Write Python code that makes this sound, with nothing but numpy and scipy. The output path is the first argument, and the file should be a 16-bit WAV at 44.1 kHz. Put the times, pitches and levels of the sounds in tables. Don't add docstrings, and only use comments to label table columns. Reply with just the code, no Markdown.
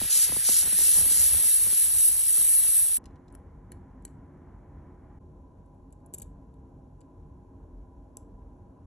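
import sys
import numpy as np
from scipy import signal
from scipy.fft import rfft, irfft, next_fast_len
from scipy.io import wavfile
from scipy.ndimage import uniform_filter1d, minimum_filter1d

SR = 44100
rng = np.random.default_rng(int(sys.argv[2]) if len(sys.argv) > 2 else 0)


def nominal_scale(level):
    x = np.asarray(level, float) / 20
    return 10 ** x


def waveform_to_disk(signal):
    frames = np.transpose(np.atleast_2d(signal))
    scaled = np.clip(frames, -1, 1) * 32767
    samples = np.round(scaled).astype(np.int16)
    wavfile.write(sys.argv[1], SR, samples)


N = 390725
T = np.arange(N) / SR


def noise(n=N):
    return rng.standard_normal(n)


def evened(x):
    return x / np.sqrt(np.mean(x ** 2) + 1e-20)


def slow_noise(samples):
    once = uniform_filter1d(noise(), samples)
    return evened(uniform_filter1d(once, samples))


def coloured(x, points):
    hz, db = np.transpose(points)
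    size = next_fast_len(len(x))
    f = np.fft.rfftfreq(size, 1 / SR)
    curve_db = np.interp(np.log(f + 1), np.log(hz), db, -120, -120)
    return evened(irfft(rfft(x, size) * nominal_scale(curve_db), size)[:len(x)])


def add(mix, s, sound):
    part = mix[round(s * SR):][:len(sound)]
    part += sound[:len(part)]


def swells(steady_db, middle, length, db):
    bells = np.exp(-(4 * (T[::64, None] - middle) / length) ** 2 / 2)
    power = nominal_scale(2 * steady_db) + bells @ nominal_scale(2 * db)
    return np.repeat(np.sqrt(power), 64)[:N]


def grains(per_s, spread_db, clump_db, clump_s):
    slips = (rng.random(N) < per_s / SR) * noise()
    slips = slips * nominal_scale(spread_db * np.minimum(rng.exponential(1, N), 4))
    return slips * nominal_scale(clump_db * slow_noise(int(clump_s * SR)))


# start_s, length_s, fizz_db, rasp_db
BLASTS = [
    (0.085, 0.16, -25, -31.5),
    (0.429, 0.17, -25, -30.5),
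    (0.748, 0.25, -23, -35),
    (1.085, 0.19, -23.5, -34.5),
    (1.405, 0.16, -23, -38.5),
    (1.672, 0.19, -24.5, -40.5),
    (1.938, 0.15, -22.5, -40),
    (2.233, 0.37, -23.5, -42.5),
    (2.592, 0.24, -24, -43.5),
]
# time_s, fizz_db, rasp_db
BETWEEN = [(0, -35, -45), (.3, -33.5, -44), (1.1, -27.5, -41), (2.2, -30, -42), (2.97, -30.5, -44.5)]


def blasting(column, change_db, lift_s):
    press_s = 0.039
    back = np.array(BETWEEN)
    power = nominal_scale(2 * np.interp(T, back[:, 0], back[:, column - 1]))
    for row in BLASTS:
        start, length, level_db = row[0], row[1], row[column]
        t = T - start
        touch = np.clip(t / press_s, 0, 1) * np.clip(1 - (t - length) / lift_s, 0, 1)
        progress = np.clip(t / length, 0, 1)
        blast = touch * nominal_scale(level_db + change_db * (progress - 1.5))
        power = np.maximum(power, blast ** 2)
    return uniform_filter1d(np.sqrt(power), 600)


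# pitch_hz, level_db
FIZZ = [(7400, -38), (7850, -21), (8030, -6), (8350, -3), (9000, -4), (9500, -2.5), (9800, -4),
        (10050, -2.5), (11000, -6), (12000, -14.5), (13500, -22), (15450, -23.5), (15550, -60)]
# pitch_hz, level_db
WHISTLE = [(9500, -21.5), (9950, -1.5), (10120, 0), (10450, -5), (11000, -22)]


def fizz(slips):
    film = nominal_scale(-9 + 4.5 * (T - 4.0)) * coloured(slips, WHISTLE)
    blasts = blasting(column=2, change_db=3.5, lift_s=0.016)
    return nominal_scale(6.0) * blasts * (coloured(slips, FIZZ) + film)


# pitch_hz, width_hz, lift_db
PART = [(2775, 86, 5), (3426, 220, -2.5), (3996, 35, 3), (5350, 54, -0.5), (5940, 390, 6.5),
        (6250, 64, 3.5), (7060, 68, 2), (7145, 54, 2.5), (7417, 180, 6.5)]


def ringing(x):
    size = next_fast_len(N)
    f = np.fft.rfftfreq(size, 1 / SR)
    lift_db = sum(db / (1 + (2 * (f - hz) / width) ** 2) for hz, width, db in PART)
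    return evened(irfft(rfft(x, size) * nominal_scale(lift_db), size)[:N])


# pitch_hz, level_db
RASP = [(300, -37.5), (1300, -21), (2000, -19), (3200, -7.5), (4000, -3), (4600, -6), (4800, -1),
        (5900, -4), (6400, -5), (7000, 2), (7900, -6), (9000, 2), (13000, -23), (15500, -28)]


def rasp(slips):
    blasts = blasting(column=3, change_db=-2, lift_s=.06)
    return nominal_scale(0.5) * blasts * ringing(coloured(slips, RASP))


# pitch_hz, level_db
SPRAY = [(900, -39), (1400, -6), (1900, -0.5), (2100, -3), (4000, 0.5), (7800, -4), (9000, -13.5),
         (15500, -16)]
# time_s, level_db
WETNESS = [(0, -1), (.45, 0), (.8, 1.5), (1.35, 3), (1.7, 0), (2.3, -1), (2.38, 1.5), (2.78, 1.5),
           (2.86, -1), (2.97, -2)]


def spray():
    level_db = -44.5 - 2.5 * (T - 2.0) + np.interp(T, *np.transpose(WETNESS))
    return nominal_scale(level_db) * coloured(noise(), SPRAY)


# middle_s, length_s, level_db
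GUSTS = [(0.032, 0.065, -50), (0.328, .14, -54), (0.517, 0.062, -56.5), (0.658, .12, -55),
         (0.828, 0.18, -56.5), (1.012, 0.16, -49.5), (1.208, 0.14, -52), (1.346, 0.11, -49),
         (1.435, 0.11, -56), (1.637, 0.13, -52.5), (1.863, 0.088, -58), (1.965, .1, -57), (2.13, 0.18, -59),
         (2.294, 0.12, -67), (2.44, .12, -57), (2.618, 0.2, -60), (2.798, 0.27, -63)]


def gusts():
    return swells(-65, *np.transpose(GUSTS))


# pitch_hz, level_db
WIND = [(15, -53.5), (25, -12), (80, -2.5), (135, -14), (162, -14), (194, -29.5), (300, -33.5),
        (390, -53.5), (660, -120)]


def wind(gust):
    return nominal_scale(6.5) * gust * coloured(noise(), WIND)


# pitch_hz, level_db
SLOSH = [(120, -15), (200, -7), (500, -1), (1200, -3), (2000, -25.5)]


def slosh(gust):
    laps = grains(per_s=2100, spread_db=2.5, clump_db=1.5, clump_s=0.0046)
    follow = (gust / nominal_scale(-57)) ** .4
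    return nominal_scale(-57 - 0.5 * (T - 0.5)) * follow * coloured(laps, SLOSH)


def puff(db, sharp_db, flutter_db, sink_ms, chance):
    t, sink = np.arange(2200) / SR, max(sink_ms, .5) / 1000
    hz = 95 + 60 * chance[0] + 1300 * np.exp(-t / sink) + 260 * np.exp(-t / (3.1 * sink))
    front = nominal_scale(sharp_db) * np.exp(-t / sink)
    body = t / sink * np.exp(-t / (2.0 * sink))
    flutter = nominal_scale(flutter_db) * np.exp(-t / 0.024) * np.minimum(t / 0.025, 1) ** 2
    swell = (front + body + flutter) * np.minimum(t / 0.00013, 1)
    wobble = np.cumsum(uniform_filter1d(noise(len(t)), 40)) * 0.11
    return nominal_scale(db + 2.0) * swell * np.sin(2 * np.pi * (np.cumsum(hz) / SR + chance[1]) + wobble)


# start_s, peak_db, flutter_db
PUFFS = [(0.015, -34.5, -1), (0.046, -45.5, -10), (0.159, -44, 0.5), (0.293, -42, 8.5), (.321, -36, -4),
         (0.365, -34.5, -7.5), (0.489, -32, -16.5), (0.52, -46, -6.5), (0.631, -42.5, 1), (0.654, -43, 2.5),
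         (.67, -41.5, -4), (0.725, -41.5, 2.5), (0.788, -40.5, -15.5), (.809, -42, -6), (0.879, -48.5, -5),
         (0.97, -41, 3), (.984, -37.5, -6), (1.004, -43, -5.5), (1.06, -41, 1.5), (1.111, -42.5, -5),
         (1.182, -53.5, -3.5), (1.234, -49, -2), (1.344, -42, -3), (1.39, -45.5, -17), (1.441, -48, 8),
         (1.666, -42, 5), (1.725, -42.5, -9.5), (2.087, -46.5, -6.5), (2.347, -55, -8), (2.376, -47.5, 6)]


def puffs(gust):
    out, small = np.zeros(N), np.zeros(N)
    for s, db, flutter_db in PUFFS:
        sharp_db = -7.5 + 0.34 * (db + 43)
        add(out, max(s - .001, 0), puff(db, sharp_db, flutter_db, 2.2, rng.random(2)))
    for when, size, sharp, sink, *chance in rng.random((220, 6)):
        one = puff(-14 * size, -6 + 12 * sharp, -4.5, 0.52 + 2.0 * sink, chance)
        add(small, when * CUTS[0], one)
    return out + nominal_scale(6.5) * gust * small


# start_s, peak_db
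FLICKS = [
    (0.241, -9),
    (0.516, -12),
    (0.7874, -8.5),
    (2.7569, -10.5),
]


def flicks():
    out, t = np.zeros(N), np.arange(400) / SR
    for s, db in FLICKS:
        burst = coloured(noise(len(t)), FIZZ) * np.minimum(t / 0.00024, 1) * nominal_scale(-60 * t / 0.0055)
        add(out, s, nominal_scale(db) * burst / abs(burst).max())
    return out


# start_s, peak_db, pitch_hz
DROPS = [(1.554, -40, 1000), (1.7305, -38.5, 1500), (1.773, -42, 2200), (1.835, -43.5, 1880),
         (2.1548, -38, 1500), (2.35, -42, 900), (2.3605, -39.5, 1800), (2.376, -37, 1500),
         (2.4153, -35.5, 1290), (2.525, -41, 1400), (2.6006, -40, 1200), (2.607, -42, 1800),
         (2.6356, -36.5, 1900), (2.6723, -42, 1700), (2.7807, -43, 1500), (2.8004, -40, 1600),
         (2.851, -43, 1500), (2.894, -42.5, 2500), (2.9227, -38.5, 1670)]


def drops():
    out, t = np.zeros(N), np.arange(300) / SR
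    t60_s = .004
    for s, db, hz in DROPS:
        rising_hz = hz * (0.77 + 1.5 * t / t60_s)
        click = .4 * uniform_filter1d(noise(len(t)), size=6)
        pat = np.sin(2 * np.pi * np.cumsum(rising_hz) / SR) + click
        add(out, s, nominal_scale(db + 3.5 - 60 * t / t60_s) * np.minimum(t / .0002, 1) * pat)
    return out


def air_jet():
    slips = grains(per_s=16000, spread_db=1.0, clump_db=0.3, clump_s=0.00081)
    gust = gusts()
    brush = fizz(slips) + rasp(slips) + flicks()
    liquid = spray() + slosh(gust) + drops()
    air = wind(gust) + puffs(gust)
    return brush + liquid + air


# middle_s, length_s, deep_db, bass_db
RUMBLES = [(3.095, 0.33, -54, -70), (3.698, 1, -56, -54.5), (4.101, 0.28, -59, -61.5),
           (4.698, 0.33, -52.5, -52.5), (5.302, 0.37, -59.5, -53.5), (6.293, 0.48, -50, -54.5),
           (6.948, 0.19, -55, -70.5), (7.34, 0.22, -51.5, -54.5), (7.757, 0.38, -46.5, -69),
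           (8.4, 0.49, -56, -66), (8.55, 0.25, -58.5, -54.5)]
# pitch_hz, level_db
DEEP = [(22, -22.5), (34, -13), (48, 6), (62, -10.5), (72, -30)]
# pitch_hz, level_db
BASS = [(52, -24), (64, 4.5), (92, 3), (120, -5.5), (150, -7.5), (190, -3.5), (220, -10.5)]


def rumble(deep_db, bass_db):
    middle, length, deep_swell_db, bass_swell_db = np.transpose(RUMBLES)
    lumps = nominal_scale(1.5 * evened(uniform_filter1d(noise(), 3000)))
    deep = swells(deep_db, middle, length, deep_swell_db) * coloured(noise(), DEEP)
    bass = swells(bass_db, middle, length, bass_swell_db) * coloured(noise(), BASS)
    return lumps * (deep + bass)


# pitch_hz, level_db
CAPSULE = [(1500, -23), (3000, -13.5), (5000, -13), (7500, -9.5), (8600, -10), (9600, -5.5), (11500, -15),
           (12500, -38)]


def room(colour, hum_db, deep_db, bass_db):
    swell = nominal_scale(1.1 * evened(uniform_filter1d(noise(), 4000)))
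    hum = nominal_scale(hum_db) * swell * coloured(noise(), colour)
    air = coloured(noise(), [(1200, 3), (1600, 2), (2000, -6.5), (2500, -17.5)])
    air = nominal_scale(hum_db - 32.5) * nominal_scale(1.3 * slow_noise(9000)) * air
    return hum + air + rumble(deep_db, bass_db) + nominal_scale(-85) * coloured(noise(), CAPSULE)


# pitch_hz, width_hz, level_db
FAN = [(146, 9.2, -60.5), (265, 21, -66), (359, 4.8, -66), (449, 4.8, -72.5), (621, 32, -82.5),
       (811, 30, -72.5), (995, 49, -71.5)]


def fan():
    out, turns = 0, np.cumsum(1 + 0.00595 * slow_noise(12000)) / SR
    for hz, width, db in FAN:
        r = np.exp(-np.pi * width / SR)
        slow = signal.lfilter([1], [1, -2 * r, r * r], noise() + 1j * noise())
        tone = evened((slow * np.exp(2j * np.pi * hz * turns)).real)
        sag_db = -11 * (hz < 200) * np.clip((T - 7.3) / 0.13, 0, 1)
        out = out + nominal_scale(db + sag_db) * tone
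    return out


def ring(modes, t, t60, chance, crack_share, force_db):
    hz, db = np.array(modes, float).T
    db = db + 1.1 * min(force_db + 31, 0) * (hz > 12700)
    db = db + .7 * min(force_db + 44, 0) * (hz > 11200)
    shift, phase, touch = chance[:len(hz)].T
    rung_hz = hz * (1 + 0.027 * (shift - .5))
    waves = np.sin(2 * np.pi * (np.outer(rung_hz, t) + phase[:, None]))
    tones = nominal_scale(db - 10 * crack_share * touch) @ waves
    edge_low, edge_high = (hz[0] * .85, db[0] - 9), (hz[-1] * 1.07, db[-1] - 9)
    crack = coloured(noise(len(t)), [edge_low, *zip(hz, db), edge_high])
    crack = crack_share * crack * nominal_scale(-60 * 0.3 * t / t60)
    touching = np.sin(np.pi / 2 * np.minimum(t / .0005, 1)) ** 2
    sound = (evened(tones) + crack) * nominal_scale(-60 * t / t60) * touching
    return sound / abs(sound).max()


def touches(rows, low, mid, high, t60_s, thud_db, crack=1, low_longer=1.4):
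    out, t = np.zeros(N), np.arange(2400) / SR
    thud = nominal_scale(thud_db) * np.sin(2 * np.pi * 420 * t) * nominal_scale(-60 * t / 0.029)
    for (s, db, low_db, high_db), chance in zip(rows, rng.random((len(rows), 8, 3))):
        steel = ring(mid, t, t60_s, chance, crack, db)
        steel = steel + nominal_scale(low_db) * ring(low, t, low_longer * t60_s, chance, crack, db)
        steel = steel + nominal_scale(high_db) * ring(high, t, 0.96 * t60_s, chance, crack, db)
        add(out, s, nominal_scale(db) * (steel + thud))
    return out


# start_s, peak_db, low_ring_db, high_ring_db
LOOSE = [
    (3.0409, -57, -1, 3),
    (3.0567, -47.5, -3.5, 1.5),
    (3.0622, -57, 0, -8),
    (3.1086, -74, 0, -3),
    (3.1575, -67, 2, -1),
    (3.1632, -70, 5, -4),
    (3.2814, -63, 2, -5),
    (3.2865, -66, -3, -6),
    (3.3025, -70, -4, -6),
]
# pitch_hz, level_db
LOOSE_LOW = [(1900, -1), (2900, -6), (4050, -1), (4500, -6)]
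LOOSE_MID = [(5330, 1), (6140, -4.5), (6950, -2), (7760, 0), (8500, -14)]
# pitch_hz, level_db
WHEEL_HIGH = [(9510, 3), (9930, -3), (10420, -3), (10880, -10), (11780, -15), (12450, -24), (13600, -29.5),
              (15300, -33)]


def loose_wheel():
    return touches(LOOSE, LOOSE_LOW, LOOSE_MID, WHEEL_HIGH, t60_s=0.017, thud_db=-5)


# start_s, peak_db, low_ring_db, high_ring_db
WHEEL = [
    (3.3246, -62.5, -7, 15),
    (3.3409, -66, 1, 8),
    (3.3503, -47.5, -5, 6),
    (3.7254, -53, -12, -6),
    (4.0233, -65.5, -6, 5),
    (4.0784, -60, 0, -3),
]
# pitch_hz, level_db
WHEEL_LOW = [(960, 4), (1620, 3), (1880, 4), (2270, 3), (3030, 1.5), (4120, -6), (4520, -2)]
WHEEL_MID = [(5370, -9), (6140, -8), (6950, -4), (7760, 10), (8500, -6)]


def wheel_seating():
    return touches(WHEEL, WHEEL_LOW, WHEEL_MID, WHEEL_HIGH, t60_s=0.017, thud_db=-5)


# start_s, peak_db, low_ring_db, high_ring_db
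WHEEL_SNAPS = [
    (3.7183, -45.5, -13, 6),
    (3.7196, -40, -6.5, 2.5),
    (4.0512, -31, -12.5, -0.5),
    (4.0543, -44, -23, 6),
]
# pitch_hz, level_db
SEATED_LOW = [(1610, -1), (1900, -2), (2280, -3), (3030, -4), (4000, -10), (4180, -1), (4500, -5)]
SEATED_MID = [(5350, -26), (6140, -19), (6890, -6), (7760, 2.5), (8500, -2)]
SEATED_HIGH = [(9510, -2), (9940, 1.5), (10420, -6.5), (10880, -9), (11780, -18), (12450, -16),
               (13600, -27), (15000, -26)]


def wheel_snaps():
    return touches(WHEEL_SNAPS, SEATED_LOW, SEATED_MID, SEATED_HIGH, t60_s=0.012, thud_db=-12.5,
                   crack=0.37, low_longer=2.2)


# start_s, peak_db, low_ring_db, high_ring_db
BRIDGE = [(5.6605, -70.5, -12, 7), (5.7445, -77, -3.5, 5), (5.9046, -75, -3, 8), (5.9252, -51, -19.5, 3),
          (5.929, -54, -17, -9), (6.0031, -77.5, -1.5, 3), (6.0613, -59, -18, 11.5), (6.1338, -59, -12, 11),
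          (6.1465, -32, -21, 1), (6.1795, -54, -14, 10), (6.1812, -45, -18, 1), (6.1842, -35.5, -22, 3),
          (6.1982, -44, -20, 1), (6.2048, -53.5, -5, -4), (6.2145, -58, -20, -1), (6.2183, -35, -25, -3.5),
          (6.2205, -36, -19, -0.5), (6.2295, -47, -14, -1), (6.54, -69, -2, 4), (7.0068, -53, -17, -6.5),
          (7.013, -56, -7.5, -8.5)]
# pitch_hz, level_db
STEEL_LOW = [(1650, 0), (2050, -9), (2400, 3), (2950, 3), (3300, -5), (3700, 5), (4200, -1), (4700, 7)]
STEEL_MID = [(5380, -14.5), (5980, -16), (6700, -4), (7150, 1), (7630, 10), (8400, 4)]
STEEL_HIGH = [(9650, 2), (10100, -11), (10630, -4.5), (11350, -14.5), (11900, -9), (13100, -24),
              (14100, -27), (14950, -29)]


def bridge_ticks():
    return touches(BRIDGE, STEEL_LOW, STEEL_MID, STEEL_HIGH, t60_s=0.022, thud_db=-17)


# start_s, peak_db, low_ring_db, high_ring_db
SNAPS = [
    (6.138, -30, -19, 0),
    (6.1432, -31, -22, 4.5),
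]


def bridge_snaps():
    return touches(SNAPS, STEEL_LOW, STEEL_MID, STEEL_HIGH, t60_s=0.0093, thud_db=-12.5, crack=0.37)


# start_s, peak_db, low_ring_db, high_ring_db
DRIVER = [
    (8.1699, -32, -23, -2.5),
    (8.1728, -54, -21, 0),
]
# pitch_hz, level_db
DRIVER_LOW = [(2400, -8), (2900, -3), (3400, -2), (3750, 0), (4700, -3)]
DRIVER_MID = [(5050, -12), (5400, -10), (5980, -2), (6870, -5), (7290, -1), (7640, 12.5), (8300, -6),
              (8900, -10)]
DRIVER_HIGH = [(9730, -2), (10680, 0.5), (10900, -3), (11400, -9), (11800, -10), (13100, -20), (14100, -28)]


def screwdriver():
    return touches(DRIVER, DRIVER_LOW, DRIVER_MID, DRIVER_HIGH, t60_s=0.0093, thud_db=-12.5, crack=0.37)


def ticks():
    wheel = loose_wheel() + wheel_seating() + wheel_snaps()
    out = wheel + bridge_ticks() + bridge_snaps() + screwdriver()
    late = np.arange(SR // 2) / SR
    tail = coloured(noise(len(late)), [(100, 2), (3000, 0.5), (5500, -4), (7600, -6), (8800, -7),
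                                       (10400, -5), (11500, -9), (13000, -22)])
    tail = tail * nominal_scale(-60 * late / 0.24) * np.minimum(late / 0.0036, 1)
    echo = signal.oaconvolve(out, tail / np.linalg.norm(tail))[:N]
    return out + nominal_scale(-17.0) * echo


CUTS = [2.972, 5.1885]
# pitch_hz, level_db
ROOM_A = [(170, -20), (200, -3.5), (274, 2.5), (325, -5.5), (390, -8.5), (735, -15), (1060, -15),
          (1150, -20.5), (1800, -26), (2000, -29), (2250, -32), (2500, -39.5), (3500, -49)]
ROOM_B = [(170, -20), (200, -12.5), (271, 1.5), (329, -8), (441, -13), (667, -14), (717, -20.5),
          (1060, -18), (1150, -30.5), (1650, -35), (1850, -46), (2500, -46.5), (3500, -57)]
# pitch_hz, level_db
APART = [(25, -4), (50, 2), (150, -6), (300, -6), (500, -6), (750, -4), (950, -15), (1500, -18),
         (2500, -45)]
# pitch_hz, level_db
SPLASH_APART = [(150, -12), (300, -3.5), (700, 2), (1250, -1.5), (1600, -8.5), (2400, -10), (2800, -24)]


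def scene():
    first, second = CUTS
    dish = np.where(T < first, 1, nominal_scale(-8.0) * np.clip(1 - (T - first) / 0.015, 0, 1))
    bench_a = np.clip((T - first) / 0.013, 0, 1) * np.clip((second - T) / 0.0016, 0, 1)
    bench_b = np.clip((T - second) / 0.023, 0, 1) * np.clip((T[-1] - T) / 0.0055, 0, 1)
    fan_hum, steel = fan(), ticks()
    mono = dish * air_jet() + steel
    mono = mono + bench_a * (room(ROOM_A, hum_db=-56.5, deep_db=-57, bass_db=-53.5) + fan_hum)
    mono = mono + bench_b * (room(ROOM_B, hum_db=-58.5, deep_db=-57.5, bass_db=-54) + fan_hum)
    apart = nominal_scale(-67.0) * (bench_a + bench_b) * coloured(noise(), APART)
    apart = apart + nominal_scale(-19) * steel
    apart = apart + dish * nominal_scale(-60 - 8 * T) * coloured(noise(), SPLASH_APART)
    return np.array([mono + apart, mono - apart])


# pitch_hz, lead_turns
PORTS = [(0, 0), (1800, 0), (2400, -.07), (3800, -.09), (4500, -.2), (4700, -.3), (4860, -.5), (5020, -.7),
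         (5200, -.79), (5500, -.93), (5900, -1), (6500, -1.15), (7200, -1.24), (7900, -1.33), (9100, -1.5),
         (12300, -2), (13600, -2), (14500, -2.36), (15400, -2.45), (16000, -2.5)]


def two_ports(dry):
    size = next_fast_len(N + 4096)
    turns = np.interp(np.fft.rfftfreq(size, 1 / SR), *np.transpose(PORTS))
    half = np.exp(1j * np.pi * turns)
    return irfft(rfft(dry, size) * np.array([1 / half, half]), size)[:, :N]


# pitch_hz, side_limit_db, mid_limit_db
GIVE_UP = [(0, -9, -30), (2400, -7, -25), (3400, -5, -22), (4400, -2, -20), (4700, -8, -22),
           (5300, -8, -20), (5500, -5, -20), (6300, -5, -20), (6900, -12, -20), (8300, -12, -19),
           (9100, -12, -8), (9900, -12, -17), (11000, -20, -20), (11600, -15, -20), (11900, -2, -20),
           (13800, -6, -20), (14400, -6, -8), (14900, -8, -11), (15200, -8, -11), (15450, -8, -3),
           (16000, -8, -3)]
# start_s, length_s
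DROPOUTS = [(.345, .02), (.66, .015), (.71, .04), (1.06, .01), (1.35, .06), (1.815, .02), (1.89, .06),
            (2.125, .04), (2.325, .155), (2.56, .035), (2.63, .01), (2.725, .01), (2.95, .02)]
VALLEYS = [2090, 2400, 2560, 3340]


def thin_out(ports):
    mid_side = np.array([ports[0] + ports[1], ports[0] - ports[1]]) / 2
    hz, when, z = signal.stft(mid_side, SR, nperseg=2048)
    column = hz[:, None]
    band = np.arange(len(hz)) // 10
    power = np.add.reduceat(abs(z) ** 2, np.arange(0, len(hz), 10), axis=1)[:, band]
    loud = minimum_filter1d(power.sum((0, 1)), 5) > 2e-4

    f, side_db, mid_db = np.transpose(GIVE_UP)
    limit_db = np.array([np.interp(hz, f, mid_db), np.interp(hz, f, side_db)])[:, band * 10, None]
    luck = uniform_filter1d(rng.standard_normal((2, band[-1] + 1, len(loud))), 3, 2)
    luck = evened(uniform_filter1d(luck, 3, 1))[:, band]
    weak = power < nominal_scale(2 * (limit_db + 3.2 * luck)) * power.sum(0)
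    dropped = sum(abs(when - s - d / 2) < d / 2 + .013 for s, d in DROPOUTS)
    weak[0] |= np.outer((hz > 4680) & (hz < 5100), dropped) > 0

    small = (abs(z) ** 2 < np.where(column > 7500, .06, .045) * power) & (column > 1400)
    chance = uniform_filter1d(rng.standard_normal((len(hz) // 3 + 1, len(loud))), 5, 1)
    chance = chance[np.arange(len(hz)) // 3]
    in_valley = sum(abs(column - v) < 45 for v in VALLEYS)
    masked = chance > 1.2 - .9 * in_valley - .4 * (abs(column - 2800) < 1100)
    weak[0] |= (chance > -.15) & (abs(column - 4860) < 60)

    cancelled = (abs(column - 9030) < 700) | (abs(column - 4880) < 170)
    unlucky = luck[0] > np.where(column > 7000, -1.2, .3)
    z[0] *= ~((power[0] < 8e-12) & unlucky & cancelled)

    grain = rng.standard_normal(z.shape) + 1j * rng.standard_normal(z.shape)
    rough = 1 + 0.58 * loud * np.clip(column / 5000, 0, 1) * grain
    kept = ~(loud & (weak | small | masked))
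    mid, side = signal.istft(z * rough * kept, SR, nperseg=2048)[1][:, :N]
    return np.array([mid + side, mid - side])


def low_pass(x):
    return signal.sosfilt(signal.butter(12, 15720, fs=SR, output="sos"), x)


def record(dry):
    mix = thin_out(two_ports(dry))
    return low_pass(mix)


dry = scene()
out = record(dry)
waveform_to_disk(out)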